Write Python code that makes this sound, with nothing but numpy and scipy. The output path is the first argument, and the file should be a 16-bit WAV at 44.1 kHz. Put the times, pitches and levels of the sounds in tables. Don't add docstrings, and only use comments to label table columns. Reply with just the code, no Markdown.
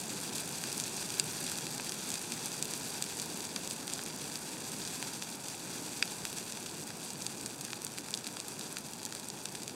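import sys
import numpy as np
from scipy import signal
from scipy.fft import rfft, irfft, next_fast_len
from scipy.io import wavfile
from scipy.ndimage import map_coordinates

SR = 44100
rng = np.random.default_rng(int(sys.argv[2]) if len(sys.argv) > 2 else 0)


def digitize_waveform(pressure):
    field = np.atleast_2d(pressure).T
    bounded = np.clip(field, -1, 1)
    quanta = np.round(bounded * 32767).astype(np.int16)
    wavfile.write(sys.argv[1], SR, quanta)


N = 429975


def amp(db):
    return 10 ** (np.asarray(db) / 20)


def unit(x):
    return x / np.sqrt(np.mean(x ** 2) + 1e-20)


def wobble(rate_hz):
    knots = rng.standard_normal(int(N * rate_hz / SR) + 4)
    return map_coordinates(knots, [np.arange(N) * rate_hz / SR])


def curve(rows):
    return np.interp(np.arange(N) / SR, *np.transpose(rows))


def blaze_db(time_s, peak_s=1.25, rise_db_per_s=0.65, sink_db_per_s=0.98):
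    return np.minimum(rise_db_per_s * (time_s - peak_s), sink_db_per_s * (peak_s - time_s))


def pit_response(spectrum, size):
    # centre_hz, sigma_hz, gain_db
    hollow = [(855, 148, 6.5), (1566, 226, 8.5), (2523, 294, 8), (3030, 118, -3.5), (3430, 243, 5),
              (4070, 230, 2.5), (4770, 212, 6.5), (5080, 170, -4.5), (5950, 140, 2), (8710, 680, 2.5)]
    hz = np.fft.rfftfreq(size, 1 / SR)
    knot_hz, knot_db = np.transpose(spectrum)
    level_db = np.interp(np.log(hz + 1), np.log(knot_hz), knot_db)
    level_db += sum(db * np.exp(-.5 * ((hz - centre) / sigma) ** 2) for centre, sigma, db in hollow)
    cepstrum = irfft(np.log(amp(level_db)))
    cepstrum[1:size // 2] *= 2
    cepstrum[size // 2 + 1:] = 0
    return np.exp(rfft(cepstrum))


def coloured(x, spectrum):
    return unit(signal.fftconvolve(x, irfft(pit_response(spectrum, size=8192)))[:N])


def flames(trim_db=-0.75, surge_depth=0.84, flutter_db=1.0, draught_db=-8.5):
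    # time_s, level_db
    surges = [(0, -46.5), (0.3, -46), (0.55, -46), (0.7, -44), (1.0, -47.9), (1.25, -45), (1.8, -47),
              (2.0, -47), (2.2, -49), (2.7, -47), (3.2, -47.5), (3.5, -46.1), (4.0, -48.6), (4.2, -46.5),
              (4.4, -49), (4.8, -46), (5.1, -49), (5.55, -49.5), (5.8, -47), (6.05, -49.5), (6.25, -47),
              (6.6, -50), (6.85, -48), (7.05, -50), (7.35, -47), (7.6, -49), (8.4, -51), (8.6, -49.5),
              (9.3, -50), (9.55, -47.9), (9.75, -49)]
    # freq_hz, level_db
    gas_spectrum = [(60, -41), (110, -11.5), (160, -1), (210, 0.5), (300, -1.1), (400, -3.5), (600, -14.5),
                    (1000, -36)]
    # freq_hz, level_db
    draught_spectrum = [(20, -31), (45, -35), (75, -13), (110, -6.5), (150, -0.5), (200, -10.5), (400, -44)]
    surge_db = curve(surges)
    roar_db = trim_db + surge_db.mean() + surge_depth * (surge_db - surge_db.mean())
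    gas = amp(flutter_db * wobble(20)) * coloured(rng.standard_normal(N), gas_spectrum)
    draught = amp(draught_db) * coloured(rng.standard_normal(N), draught_spectrum)
    return amp(roar_db) * (gas + draught)


def updraught(peak_db=-52, follow=0.3):
    # freq_hz, level_db
    spectrum = [(200, -14.5), (400, 0.5), (600, -1), (1000, -2.5), (1600, -14.5), (3000, -19.5),
                (8000, -45)]
    level_db = peak_db + follow * blaze_db(np.arange(N) / SR)
    return amp(level_db) * coloured(rng.standard_normal(N), spectrum)


def needles(trim_db=-1.0, base_rate_hz=4500, spread_db=5, steam_gain=0.69, flicker_db=1.22):
    # time_s, level_db
    flares = [(0.0, -43), (1.11, -42.5), (1.36, -41.5), (1.82, -43), (2.15, -42.5), (2.44, -43),
              (2.71, -43), (3.96, -45.5), (5.0, -43.5), (5.29, -45.5), (5.89, -43.5), (7.17, -48),
              (7.3, -46.5), (8.15, -49.5), (8.25, -47.5), (8.63, -46.5), (9.04, -49.5), (9.75, -48.5)]
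    # freq_hz, level_db
    spectrum = [(300, -10.5), (1000, -6), (2000, -7.5), (3500, -3.5), (5500, 1.5), (8000, 2.5), (9200, -2),
                (10200, -3), (13000, -8.3), (15500, -18.5)]
    hiss_db = trim_db + curve(flares)
    activity = amp(hiss_db - hiss_db.mean()) ** 2
    sizes = amp(spread_db * np.minimum(rng.standard_normal(N), 2)) * rng.choice([-1, 1], N)
    bursting = rng.random(N) < activity * base_rate_hz / SR
    bursts = unit(sizes * bursting / np.sqrt(activity))
    steam = steam_gain * rng.standard_normal(N)
    level_db = hiss_db + flicker_db * (wobble(35) + wobble(110))
    return amp(level_db) * coloured(bursts + steam, spectrum)


def cracks(times_s, energy_db, centre_hz, q, noise_gain, tail_t60_s, lead_in_t60_s, knock=0, size=512):
    # mode_hz, width_hz, gain_db
    modes = [(2580, 530, 1), (3460, 350, -4), (4950, 280, -17), (7900, 1100, -3)]
    # freq_hz, level_db
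    spectrum = [(200, -7), (900, -2), (1600, -5), (2500, -5.5), (3500, -4.5), (5000, -0.5), (7600, 1),
                (9200, -2), (10200, -6), (13000, -10), (15500, -20)]
    lead = size // 4
    t = (np.arange(size) - lead) / SR
    envelope = amp(-60 * np.maximum(t / tail_t60_s, -t / lead_in_t60_s))
    drive = noise_gain * rng.standard_normal((len(times_s), size)) * envelope
    drive[:, lead] = 1
    hz = np.fft.rfftfreq(size, 1 / SR)
    ratio = hz / centre_hz[:, None]
    cavity = (1j * ratio / (1j * ratio + q[:, None] * (1 - ratio ** 2))) ** 2
    wood = sum(amp(db) * 1j * hz * width_hz / (mode_hz ** 2 - hz ** 2 + 1j * hz * width_hz)
               for mode_hz, width_hz, db in modes)
    waves = irfft(rfft(drive) * cavity * (1 + knock * wood) * pit_response(spectrum, size))
    waves *= (amp(energy_db) / np.linalg.norm(waves, axis=1))[:, None]
    indices = (times_s * SR).astype(int)[:, None] + np.arange(size)
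    return np.bincount(indices.ravel(), waves.ravel(), N + lead)[lead:lead + N]


def spurt_times(count, clump_db=2.0, follow=0.45):
    t = np.arange(N) / SR
    burnt = np.cumsum(amp(follow * blaze_db(t) + clump_db * wobble(22)) ** 2)
    return np.interp(rng.random(count), burnt / burnt[-1], t)


def twigs(level_db=-49, follow=0.35, spread_db=5.0, centre_hz=5600, pitch_spread=0.36, count=2100):
    times_s = spurt_times(count)
    size, pitch = rng.standard_normal((2, count))
    energy_db = spread_db * np.minimum(size, 1.4)
    pitch_hz = centre_hz * np.exp(pitch_spread * pitch)
    snaps = cracks(times_s, energy_db, pitch_hz, q=np.full(count, 0.74),
                   noise_gain=0.22, tail_t60_s=0.0051, lead_in_t60_s=0.0034)
    return amp(level_db + follow * blaze_db(np.arange(N) / SR)) * unit(snaps)


def needle_ticks(base_db=-20.0, spread_db=2.0, centre_hz=12500, pitch_spread=0.18, count=400):
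    times_s = rng.uniform(0, N / SR, count)
    size, pitch = rng.standard_normal((2, count))
    energy_db = base_db + spread_db * np.minimum(size, 1.4) + blaze_db(times_s)
    pitch_hz = centre_hz * np.exp(pitch_spread * pitch)
    return cracks(times_s, energy_db, pitch_hz, q=np.full(count, 0.6),
                  noise_gain=0.27, tail_t60_s=0.014, lead_in_t60_s=0.002)


def pops():
    # time_s, energy_db, centre_hz, q
    bursts = [(0.2022, -18, 11300.0, 0.28), (0.3562, -14, 7500.0, 1.18), (0.3827, -15.5, 5200.0, 0.87),
              (0.6389, -10.5, 4200.0, 0.26), (0.7278, -12, 8400.0, 0.6), (0.779, -11, 7000.0, 1.0),
              (0.8002, -8.5, 6200.0, 0.38), (0.8388, -11, 6900.0, 1.2), (1.1041, -12, 6300.0, 0.4),
              (1.1414, -14, 6900.0, 0.56), (1.198, 1.5, 5600, 0.56), (1.466, -12, 5600.0, 0.54),
              (1.4983, -13, 11000.0, 0.28), (1.5173, -13, 10900.0, 0.39), (1.5862, -13, 6200.0, 0.34),
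              (1.668, -12.5, 5400.0, 0.28), (1.7805, -15.5, 6600.0, 0.66), (1.7985, -14.5, 1900, 0.49),
              (1.8943, -11, 6900.0, 0.48), (1.9213, -12, 6900.0, 0.36), (2.1037, -11, 6100.0, 0.69),
              (2.117, -14, 6600.0, 0.54), (2.141, -10, 8200.0, 0.5), (2.1558, -14, 4400.0, 0.51),
              (2.3212, -10, 5600.0, 0.28), (2.4587, -11, 12600.0, 0.38), (2.5181, -16, 10500.0, 0.28),
              (2.626, -5, 7800.0, 0.65), (2.655, -14, 6700.0, 0.56), (2.737, -11, 6500.0, 0.66),
              (3.0244, -5.5, 9400.0, 0.31), (3.041, -14, 11700.0, 0.21), (3.1705, -16.0, 7500.0, 1.35),
              (3.1988, -10, 5940, 0.64), (3.2179, -14, 13100.0, 0.56), (3.374, -16, 13100.0, 0.4),
              (3.4056, -14, 10900.0, 0.28), (3.4523, -14.5, 7200.0, 0.66), (3.5621, -8, 4830, 0.69),
              (3.5653, -16.5, 1900.0, 0.33), (3.6755, -12, 8400.0, 0.38), (3.7103, -10.5, 6900.0, 0.36),
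              (3.879, -12.5, 3700.0, 0.28), (3.8996, -15, 5700.0, 0.3), (3.936, -8.5, 7600.0, 0.93),
              (3.9927, -17, 2100.0, 0.93), (4.0373, -16, 13100.0, 0.59), (4.063, -15, 7700.0, 0.4),
              (4.3568, -12.5, 7300.0, 0.56), (4.718, -17.5, 7900.0, 0.86), (4.8515, -15, 5100.0, 0.32),
              (4.876, -14.5, 6100.0, 0.38), (5.0268, -10.5, 3100.0, 0.28), (5.2235, -12.0, 3200.0, 0.48),
              (5.4845, -14, 7300.0, 0.28), (6.026, 0, 2680, 0.54), (6.0262, -6, 4870, 3.2),
              (6.0776, -17, 4000.0, 0.9), (6.1844, -19, 6800.0, 0.98), (6.2527, -9.5, 3800.0, 0.26),
              (6.3288, -16, 8300.0, 0.28), (6.385, -13.5, 4800.0, 0.88), (6.523, -14, 6400.0, 0.63),
              (6.5323, -22, 4900.0, 1.09), (6.573, -19, 2900.0, 0.25), (6.6622, -16, 3500.0, 0.26),
              (6.8767, -19, 6500.0, 0.28), (6.905, -19.5, 2100.0, 0.28), (7.1047, -17.5, 5470, 0.8),
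              (7.1338, -18.5, 13100.0, 0.27), (7.2213, -14, 5900.0, 1.6), (7.2657, -7.5, 5800.0, 0.68),
              (7.4115, -18.0, 9900.0, 0.27), (7.4612, -11, 5700.0, 0.52), (7.611, -15.5, 9000.0, 0.39),
              (7.6505, -13.5, 7900.0, 0.48), (7.705, -19.0, 5000.0, 0.42), (7.7322, -11, 2600, 0.55),
              (7.8196, -17, 12500.0, 0.28), (7.8483, -9.5, 13100.0, 0.83), (7.8671, -13.5, 5100.0, 0.31),
              (7.979, -17.0, 6300.0, 0.22), (7.9848, -13, 4250, 0.19), (8.086, -18, 2600.0, 0.28),
              (8.1075, -15, 8500.0, 0.55), (8.1405, -5.5, 4400.0, 1.1), (8.1494, -14.5, 6900.0, 0.4),
              (8.175, -13.5, 5870, 0.88), (8.2435, -18, 4600.0, 0.98), (8.2683, -13, 4300.0, 0.6),
              (8.2738, -14.5, 13100.0, 0.21), (8.3693, -14.5, 1600.0, 0.21), (8.4017, -11.5, 5700.0, 0.45),
              (8.4831, -16.0, 13100.0, 0.69), (8.5944, -15.5, 8300.0, 0.33), (8.611, -16.5, 4000.0, 0.94),
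              (8.727, -17, 11100.0, 1.1), (8.7695, -12, 2700, 0.39), (8.785, -15.5, 13100.0, 0.53),
              (8.935, -17, 13000.0, 0.3), (9.0313, -16, 7400.0, 0.38), (9.0525, -11, 8800.0, 0.63),
              (9.0623, -15, 13100.0, 0.25), (9.125, -14, 3400.0, 0.24), (9.1508, -13.5, 9000.0, 0.2),
              (9.1981, -19, 13100.0, 0.25), (9.2444, -19, 6900.0, 1.4), (9.2865, -14.5, 13100.0, 0.49),
              (9.3018, -14.0, 5400.0, 0.87), (9.4563, -10.0, 5360, 0.41), (9.4876, -21, 5800.0, 0.49),
              (9.5516, -16, 3000.0, 0.35), (9.5549, -15, 7700.0, 0.36), (9.62, -19, 6140, 0.38),
              (9.6335, -16, 8800.0, 0.33), (9.6791, -13, 7400.0, 0.44), (9.6958, -19, 4900.0, 0.3)]
    times_s, energy_db, centre_hz, q = np.transpose(bursts)
    return cracks(times_s, energy_db, centre_hz, np.clip(q, 0.15, 3),
                  noise_gain=0.07, tail_t60_s=0.012, lead_in_t60_s=0.0056, knock=amp(energy_db)[:, None])


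def outdoors(x, scatter_db=-15, t60_s=0.048):
    t = np.arange(SR // 4) / SR
    scatter = rng.standard_normal(len(t)) * amp(-60 * t / t60_s)
    scatter *= amp(scatter_db) / np.linalg.norm(scatter)
    return x + signal.fftconvolve(x, scatter)[:N]


def scene():
    bed = flames() + updraught() + needles()
    crackle = twigs() + needle_ticks() + pops()
    return (bed + outdoors(crackle))[None]


def record(dry, top_hz=15800):
    size = next_fast_len(N + SR // 2)
    passband = np.fft.rfftfreq(size, 1 / SR) < top_hz
    return irfft(rfft(dry, size) * passband, size)[:, :N]


dry = scene()
out = record(dry)
digitize_waveform(out)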